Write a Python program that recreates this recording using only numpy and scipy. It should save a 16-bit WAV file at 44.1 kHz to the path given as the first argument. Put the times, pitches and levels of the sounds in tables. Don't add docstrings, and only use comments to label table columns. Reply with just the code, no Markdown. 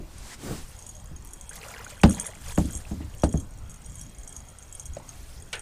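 import sys
import numpy as np
from scipy import signal
from scipy.fft import rfft, irfft
from scipy.io import wavfile
from scipy.ndimage import uniform_filter1d

SR = 44100
rng = np.random.default_rng(int(sys.argv[2]) if len(sys.argv) > 2 else 0)


def wav_out(sig):
    wavfile.write(sys.argv[1], SR, np.round(np.clip(np.atleast_2d(sig).T, -1, 1) * 32767).astype(np.int16))


N = 247401


# start_s, blow_db, contact_ms, panel_hz (pitch of the panel struck),
# lift_db (boost around that pitch), lag_ms (200 Hz behind the treble), front_db (first wave front)
KNOCKS = [(0.0, -41, 0.4, 359, 17, 2.77, 26), (1.107, -36.5, 0.55, 252, -6, 12, 5),
          (2.034, -11, 0.048, 195, 6.5, 10.2, 31.5), (2.576, -18.5, 0.12, 183, 5.5, 10.1, 24),
          (2.646, -25.5, 0.92, 271, 12.5, 9.4, 5), (2.746, -33.5, 0.81, 74, 5.5, 7.3, 5),
          (2.909, -28, 0.27, 205, 4, 9, 20), (2.964, -28, 1.64, 92, 8, 15, 5),
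          (3.002, -40, 0.21, 296, 8.5, 8.2, 5), (3.04, -35, 1.3, 97, 11, 8.5, 5),
          (3.234, -18, 0.12, 437, 2, 6.18, -4), (3.237, -33.5, 0.0066, 4370, 3, 1.94, 15),
          (3.339, -21.5, 0.33, 185, 2, 7.2, 36), (3.35, -32.5, 0.95, 106, 15, 8.7, 5),
          (4.968, -46, 0.019, 590, 18, 4.1, 17), (5, -53, 0.035, 930, 13, 3.3, 12)]
# (time to fall 60 dB, before the water damps it)
HULL_NOTES = [(73.8, 5.5, 0.33), (102.3, -3.5, 0.41), (163.8, 0, 0.195), (205, 2, 0.16), (252, -7, 0.24),
              (310.7, -2, 0.22), (370, -18, 0.22), (406.5, -8, 0.21), (485, -9.5, 0.051), (529, -10, 0.12),
              (593, -5, 0.12), (673, -2, 0.09), (802, -12.5, 0.19), (834, -11.5, 0.12), (874, -11, 0.18),
              (1056, -16, 0.09), (1215, -7.5, 0.049), (1584, -18, .035), (1960, -3.5, 0.016),
              (2720, 4, 0.013)]
# pitch_hz, level_db
SHUDDER = [(25, -1), (60, 53.5), (200, 1.5), (800, -2.5), (2500, -15.5), (5000, -9.5), (9000, -2),
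           (15000, -32)]
# pitch_hz, t60_s (before the water damps it)
SHUDDER_T60 = [(50, 0.89), (300, 0.36), (1000, 0.13), (3000, 0.18), (10000, 0.047)]
WET_DAMPING = 1.81


def knock(blow_db, contact_ms, panel_hz, lift_db, lag_ms, front_db):
    size = 16384
    t, hz = np.arange(size) / SR, np.fft.rfftfreq(size, 1 / SR)
    notes = ring(np.array(HULL_NOTES) / [1, 1, WET_DAMPING], np.ones(len(HULL_NOTES)), t)
    dense = 4.96 * dying(SHUDDER, np.array(SHUDDER_T60) / [1, WET_DAMPING], count=size)
    front = gain_of(front_db) * hz / (hz + 500) / (1 + (hz / 3000) ** 2)
    kept = t < 0.33
    bass_cut = hz / (hz + 120)
    body = rfft(notes * kept) + (rfft(dense * kept) + front) * bass_cut

    octaves_away = np.log2((hz + 1) / panel_hz)
    panel = gain_of(lift_db * np.exp(-(octaves_away / 0.28) ** 2))
    contact = 1 / (1 + 2j * np.pi * hz * contact_ms / 1000) ** 2
    low_cut = (1j * hz / (45 + 1j * hz)) ** 2
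    travel = np.exp(-4j * np.pi * lag_ms / 1000 * (np.sqrt(280 * (hz + 80)) - 150))
    early = np.exp(2j * np.pi * hz * lag_ms / 4000)
    return gain_of(blow_db) * irfft(body * panel * contact * low_cut * travel * early)[:-1024]


def knocks():
    out = np.zeros(N)
    for start_s, *blow in KNOCKS:
        add(out, start_s, knock(*blow))
    return out


# start_s, peak_db, near_hz (pitch nearest the strike)
STRIKES = [(0.1817, -37, 5760), (0.7654, -40.5, 6760), (0.789, -34.5, 6840), (0.824, -34, 6200),
           (0.8654, -32.5, 9250), (0.89, -31.5, 6660), (0.9514, -39, 6700), (0.966, -37, 6600),
           (0.9996, -41.5, 6500), (1.058, -40, 6660), (1.1624, -35.5, 6600), (1.2482, -45, 10200),
           (1.2725, -40, 8230), (1.3339, -30, 6230), (1.411, -29.5, 6200), (1.493, -25.5, 8900),
           (1.531, -36, 6900), (1.5604, -33, 6240), (1.684, -34, 7160), (1.7056, -38, 5960),
           (1.846, -32.5, 9300), (1.9055, -38, 7530), (2.015, -30.5, 9700), (2.038, -32, 7700),
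           (2.061, -33, 6260), (2.095, -21.5, 8440), (2.109, -23.5, 7700), (2.147, -25, 6460),
           (2.198, -16, 8650), (2.2108, -25, 8800), (2.217, -39, 6600), (2.2576, -31.5, 9200),
           (2.265, -23.5, 9560), (2.462, -38, 9100), (2.483, -32, 6730), (2.5197, -32, 6700),
           (2.5478, -33, 9100), (2.5577, -29, 7040), (2.5853, -25.5, 7380), (2.6555, -32, 6500),
           (2.7082, -30, 8840), (2.732, -25.5, 7300), (2.7514, -24, 7500), (2.7727, -25.5, 7550),
           (3.1977, -38, 6450), (3.2204, -30, 5700), (3.241, -24.5, 8150), (3.2909, -32, 6830),
           (3.326, -28.5, 8500), (3.3742, -28, 6460), (3.399, -32, 6300), (3.696, -35, 7630),
           (3.7155, -39, 8240), (3.7417, -37, 6150), (3.819, -42.5, 6700), (3.8611, -32.5, 8900),
           (3.897, -37.5, 7600), (3.955, -32.5, 7640), (3.984, -35, 7550), (3.9943, -32, 6950),
           (4.0122, -29, 6160), (4.0649, -39, 6700), (4.1846, -35.5, 9100), (4.233, -36.5, 7260),
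           (4.2761, -29, 8600), (4.326, -33, 7200), (4.365, -25, 6200), (4.404, -37, 6800),
           (4.4858, -39, 6640), (4.586, -33.5, 9000), (4.6255, -36.5, 6460), (4.7254, -27.5, 7700),
           (4.7504, -30.5, 8850), (4.797, -24.5, 6830), (4.8556, -30, 9700), (4.935, -37, 6730),
           (4.9488, -37, 6600), (5.0908, -29.5, 6270), (5.4231, -35, 8800), (5.5287, -27, 6400),
           (5.554, -32.5, 8700), (5.594, -27, 8930)]
SHAKE_S, SHAKE_REST_DB, SHAKE_SHARE = 0.063, -40, 0.8


def tremble():
    start_s, peak_db, _ = np.transpose(STRIKES)[..., None]
    t = np.arange(0, N + 64, 64) / SR
    swells = gain_of(peak_db) * np.exp(-abs(t - start_s) / SHAKE_S)
    swell = gain_of(SHAKE_REST_DB) + swells.sum(0)
    return np.interp(np.arange(N) / SR, t, swell ** SHAKE_SHARE)


# pitch_hz, level_db
BELLS = [(5740, -9.5), (6465, -6), (6713, -4), (7150, -13.5), (7520, -10), (7900, -11.5), (8230, -6.5),
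         (8800, -6), (9220, -6.5), (9700, -16), (10150, -11.5), (10700, -20), (11350, -17), (12300, -24),
         (13460, -26)]
BELL_T60 = 0.032
WEAK_PER_S, WEAK_DB = 8.7, -19


def bell_strikes(shake):
    out, t = np.zeros(N), np.arange(1500) / SR
    hz, partial_db = np.transpose(BELLS * 2)
    at = np.flatnonzero(rng.random(N) < WEAK_PER_S / SR)
    weak_db = WEAK_DB + 20 * np.log10(shake[at])
    weak = np.transpose([at / SR, weak_db, rng.uniform(6130, 8700, len(at))])
    strikes = np.vstack([STRIKES, weak])

    rebounds = rng.standard_normal((200, 1300)) * (rng.random((200, 1300)) < 1200 / SR)
    chatter = 0.1 * rebounds * np.exp(-t[:1300] / 0.025)
    chatter[:, 0] = 1
    soft_start = 1 - np.exp(-t / 0.0003)
    quick = 1 + 0.6 * np.exp(-t / 0.002)
    detune = 0.004
    chance = rng.standard_normal((200, 2, len(hz)))
    for (start_s, peak_db, near_hz), (luck, drift), hops in zip(strikes, chance, chatter):
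        near = 1 + 2.46 * np.exp(-((hz - near_hz) / 250) ** 2)
        t60 = np.full(len(hz), BELL_T60)
        held = np.transpose([hz * (1 + detune * drift), partial_db + 1.67 * luck, t60])
        hit = quick * soft_start * ring(held, near * np.sign(luck), t)
        strike = signal.fftconvolve(hit, hops)
        add(out, start_s, gain_of(peak_db) * strike / abs(strike).max())
    return out


ROLL_DB = -38


def bell_rolls(shake):
    out, t = np.zeros(N), np.arange(1500) / SR
    hz, partial_db = np.transpose(BELLS * 2)
    touch_db = 3.2 * np.minimum(rng.exponential(1, N), 4)
    touches = gain_of(touch_db) * (rng.random(N) < 1500 / SR)
    which = rng.integers(0, len(hz), N)
    detuned = hz * (1 + 0.0061 * rng.standard_normal(len(hz)))
    for k, (f, db) in enumerate(zip(detuned, partial_db)):
        note = ring([(f, db, 0.42 * BELL_T60)], np.ones(1), t)
        out += signal.oaconvolve(touches * (which == k), note)[:N]
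    return gain_of(ROLL_DB) * shake * evened(out)


# pitch_hz, level_db, t60_s
CLIP_NOTE = (3260, 0.5, 0.035)
CLIP_DB, CLIP_ROLL_DB = -37.5, -47.5


def clinks(shake):
    out, t = np.zeros(N), np.arange(3000) / SR
    for (start_s, peak_db, _), drift in zip(STRIKES, rng.standard_normal((len(STRIKES), 2))):
        pair = ring([np.multiply(CLIP_NOTE, [1 + 0.017 * d, 1, 1]) for d in drift], np.ones(2), t)
        add(out, start_s, gain_of(CLIP_DB + 0.65 * peak_db) * pair)
    touches = rng.standard_normal(N) * (rng.random(N) < 250 / SR)
    faint = evened(signal.oaconvolve(touches, ring([CLIP_NOTE], np.ones(1), t))[:N])
    return out + gain_of(CLIP_ROLL_DB) * shake * faint


# start_s, rise_s, hold_s, fall_s, level_db
SPLASHES = [(1.5, 0.017, .45, .1, -48.5), (1.56, 0.084, 0.18, .08, -49), (2.06, 0.018, 0.17, .25, -43),
            (2.4, 0.099, 0.022, .02, -42.5), (2.62, 0.066, .25, 0.034, -52),
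            (2.98, 0.037, 0.0085, 0.02, -50.5), (3.09, 0.03, 0.012, 0.011, -58)]
# start_s, level_db (before the bubble's own fade), pitch_hz
BUBBLES = [(1.512, -33, 1520), (1.559, -37, 2020), (1.616, -34, 2550), (1.638, -29.5, 2580),
           (1.662, -35, 560), (1.713, -35, 1320), (1.74, -28.5, 2110), (1.747, -33, 1820),
           (1.804, -38, 1770), (1.865, -27.5, 1410), (1.922, -36, 570), (1.978, -39, 1460),
           (2.001, -34, 2380), (2.0915, -31, 1340), (2.17, -36, 1820), (2.288, -35, 597), (2.29, -37, 1800),
           (2.335, -38, 2100), (2.7006, -38, 1520), (2.8024, -41, 1650), (2.8521, -33, 2500),
           (3.141, -37, 2800)]
# start_s, level_db (before its soft start), t60_s (in the treble)
SLAP = [(5.5288, -19, 0.094)]
# pitch_hz, level_db (per Hz)
SLAP_COLOUR = [(180, -45), (300, -26), (417, -18), (476, 4), (652, -36), (835, -4.5), (985, -28),
               (1490, -5), (1750, -7), (2930, -6), (4650, -13), (10300, -23), (15500, -55)]


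def water():
    fizz, out = np.zeros(N), np.zeros(N)
    drop_db = 3.95 * np.minimum(rng.exponential(1, N), 4)
    drops = gain_of(drop_db) * (rng.random(N) < 2500 / SR)
    size = rng.integers(0, 20, N)
    for k, hz in enumerate(np.geomspace(450, 14000, 20)):
        tilt_db = -4.2 * max(np.log2(1800 / hz), 0) - 0.83 * max(np.log2(hz / 1800), 0)
        fizz += gain_of(tilt_db) * signal.oaconvolve(drops * (size == k), bubble(hz, cycles=3.8))[:N]
    for start_s, level_db, hz in BUBBLES:
        add(out, start_s, gain_of(level_db) * bubble(hz, cycles=4.1))
    soft_start = 1 - np.exp(-np.arange(8000) / 60)
    for start_s, level_db, t60 in SLAP:
        band_t60 = [(300, 3.4 * t60), (2500, 1.7 * t60), (5000, t60), (15000, t60)]
        slap = dying(SLAP_COLOUR, band_t60, count=8000)
        add(out, start_s, gain_of(level_db) * slap / abs(slap).max() * soft_start)
    return out + strokes(SPLASHES) * evened(fizz)


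def bubble(hz, cycles):
    turns = np.arange(round(3 * cycles * SR / hz)) * hz / SR
    rising = turns * (1 + 0.02 * turns / cycles)
    return np.sin(2 * np.pi * rising) * np.exp(-turns / cycles) * (1 - np.exp(-turns))


# start_s, level_db (of the noise before it is brightened)
TICKS = [(1.044, -46), (1.249, -40), (1.2728, -47), (1.4134, -47), (1.556, -36), (1.6788, -48),
         (1.8948, -54), (2.0136, -45), (2.037, -35), (2.058, -37), (2.1383, -40), (2.178, -47),
         (2.264, -39), (2.5765, -38), (2.7255, -35), (3.149, -44)]
SPRAY_PER_S, SPRAY_DB = 12, -5


def ticks():
    out, t = np.zeros(N), np.arange(400) / SR
    churn = gain_of(SPRAY_DB) * strokes(SPLASHES)
    at = np.flatnonzero(rng.random(N) < SPRAY_PER_S / SR)
    rows = [(start_s, gain_of(db)) for start_s, db in TICKS] + list(zip(at / SR, churn[at]))
    for (start_s, gain), burst in zip(rows, rng.standard_normal((300, 401))):
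        add(out, start_s, gain * np.diff(burst) * np.exp(-t / 0.0016))
    return out


# start_s, rise_s, hold_s, fall_s, level_db
SCRAPES = [(0.03, 0.297, 0.018, 0.022, -41), (0.34, 0.095, 0.15, 0.097, -42)]
# pitch_hz, level_db (per Hz)
SCRAPE_COLOUR = [(180, -14), (300, -15), (391, -10), (461, -9), (500, -27), (744, -15.5), (2280, -17),
                 (2560, -18), (8420, -16), (15500, -36)]
# start_s, rise_s,
# hold_s, fall_s, level_db
DRAGS = [(0.0, .01, 0.099, .12, -61), (0.35, .12, 0.061, 0.12, -33)]
# pitch_hz, level_db (per Hz)
DRAG_COLOUR = [(40, -26), (70, -7), (200, -1.5), (300, -3.5), (500, -10), (900, -17.5), (1600, -25),
               (2600, -31)]


def boots():
    hiss = noise(SCRAPE_COLOUR, size=256, patchy_db=0.5)
    drag = noise(DRAG_COLOUR, size=1024, patchy_db=3)
    return strokes(SCRAPES) * hiss + strokes(DRAGS) * drag


# start_s, rise_s, hold_s, fall_s, level_db
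HISS_BURSTS = [(0.0, 0.0044, 0.11, 0.29, -59.5), (0.56, .06, 0.12, 0.37, -50),
               (1.51, 0.048, 0.011, 0.033, -44), (1.6, 0.026, 0.036, .3, -47.5),
               (1.886, 0.012, 0.0044, 0.044, -41.5), (2.33, .14, 0.064, .02, -43),
               (2.57, 0.0067, 0.016, 0.2, -41), (2.78, 0.028, 0.008, 0.024, -49),
               (2.85, 0.025, 0.049, 0.43, -50.5), (4.98, 0.11, 0.28, 0.073, -51)]
# pitch_hz, level_db (per Hz)
HISS_COLOUR = [(290, -40), (500, -8), (594, -9), (666, -25), (726, -9), (2890, -5.5), (8980, -3.5),
               (15500, -17)]


def hiss_bursts():
    return strokes(HISS_BURSTS) * noise(HISS_COLOUR, size=256, patchy_db=3.0)


# start_s, rise_s, hold_s, fall_s, level_db
SQUEAKS = [(.275, 0.045, 0.026, .008, -47)]


def squeak():
    band = [(900, -28), (1600, 1), (1900, 5), (2500, -7), (4000, -28)]  # pitch_hz, level_db
    return strokes(SQUEAKS) * noise(band, size=256, patchy_db=1.0)


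# pitch_hz, level_db (per Hz)
AIR_COLOUR = [(12, -40), (20, 0.5), (70, -1.5), (372, -25), (746, -24.5), (2760, -35), (3170, -40.5),
              (4070, -37), (6020, -40), (6540, -54), (7110, -36), (8880, -57), (10800, -47.5), (14300, -43),
              (15500, -46)]
AIR_DB = -43
# time_s, level_db
RUMBLE = [(0.0, -38), (0.31, -47), (0.55, -33.5), (0.69, -45.5), (1.15, -43), (1.42, -46), (2.02, -46.5),
          (2.19, -36), (2.39, -45.5), (2.56, -37.5), (3.02, -44), (3.41, -39), (3.58, -45), (3.81, -41),
          (4.1, -44), (5.61, -45)]


def air():
    bed = noise(AIR_COLOUR, size=2048, patchy_db=2.4)
    lows = signal.sosfiltfilt(signal.butter(2, 170, fs=SR, output="sos"), bed)
    hiss = gain_of(AIR_DB) * (bed - lows)
    return hiss + gain_of(level(RUMBLE)) * evened(lows)


def gain_of(db):
    return 10 ** (np.asarray(db) / 20)


def evened(x):
    return x / np.sqrt(np.mean(x ** 2) + 1e-20)


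def read(points, hz):
    f, value = np.transpose(points)
    return np.interp(np.log(hz + 1), np.log(f + 1), value)


def level(rows):
    return np.interp(np.arange(N) / SR, *np.transpose(rows))


def add(mix, start_s, sound):
    part = mix[max(round(start_s * SR), 0):][:len(sound)]
    part += sound[:len(part)]


EDGE_DB = 10


def strokes(rows):
    out = np.zeros(N)
    for start_s, rise_s, hold_s, fall_s, level_db in rows:
        corners = np.cumsum([0, rise_s, hold_s, fall_s])
        under_db = np.interp(np.arange(0, corners[-1], 1 / SR), corners, [EDGE_DB, 0, 0, EDGE_DB])
        add(out, start_s, gain_of(level_db) * (gain_of(-under_db) - gain_of(-EDGE_DB)))
    return out


def noise(points, size, patchy_db):
    frames, hz = 4 * N // size + 5, np.fft.rfftfreq(size, 1 / SR)
    a, b, patches = rng.standard_normal((frames, len(hz), 3)).T
    patches = uniform_filter1d(patches, size=10, axis=0)
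    patches = evened(uniform_filter1d(patches, size=10, axis=1))
    z = (a + 1j * b) * gain_of(read(points, hz)[:, None] + patchy_db * patches)
    return evened(signal.istft(z, nperseg=size, noverlap=3 * size // 4)[1][:N])


def ring(notes, weights, t):
    hz, db, t60 = np.transpose(notes)[..., None]
    sines = gain_of(db - 60 * t / t60) * np.sin(2 * np.pi * hz * t)
    return (weights[:, None] * sines).sum(0)


def dying(colour, t60, count):
    hz, t, z = signal.stft(rng.standard_normal(count), SR, nperseg=256)
    band_db = read(colour, hz)[:, None] - 60 * t / read(t60, hz)[:, None]
    return signal.istft(z * gain_of(band_db), SR)[1][:count]


def scene():
    shake = tremble()
    rod = bell_strikes(shake) + bell_rolls(shake) + clinks(shake)
    rubbing = boots() + squeak()
    bursts = hiss_bursts() + ticks()
    return (knocks() + rod + water() + rubbing + bursts + air())[None]


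EDGE_HZ = 15400


def record(dry):
    ceiling = 0.73
    held = dry / (1 + abs(dry / ceiling) ** 10) ** (1 / 10)
    lowpass = signal.firwin(511, EDGE_HZ, window=("kaiser", 9), fs=SR)
    return signal.oaconvolve(held, lowpass[None], "same")


dry = scene()
out = record(dry)
wav_out(out)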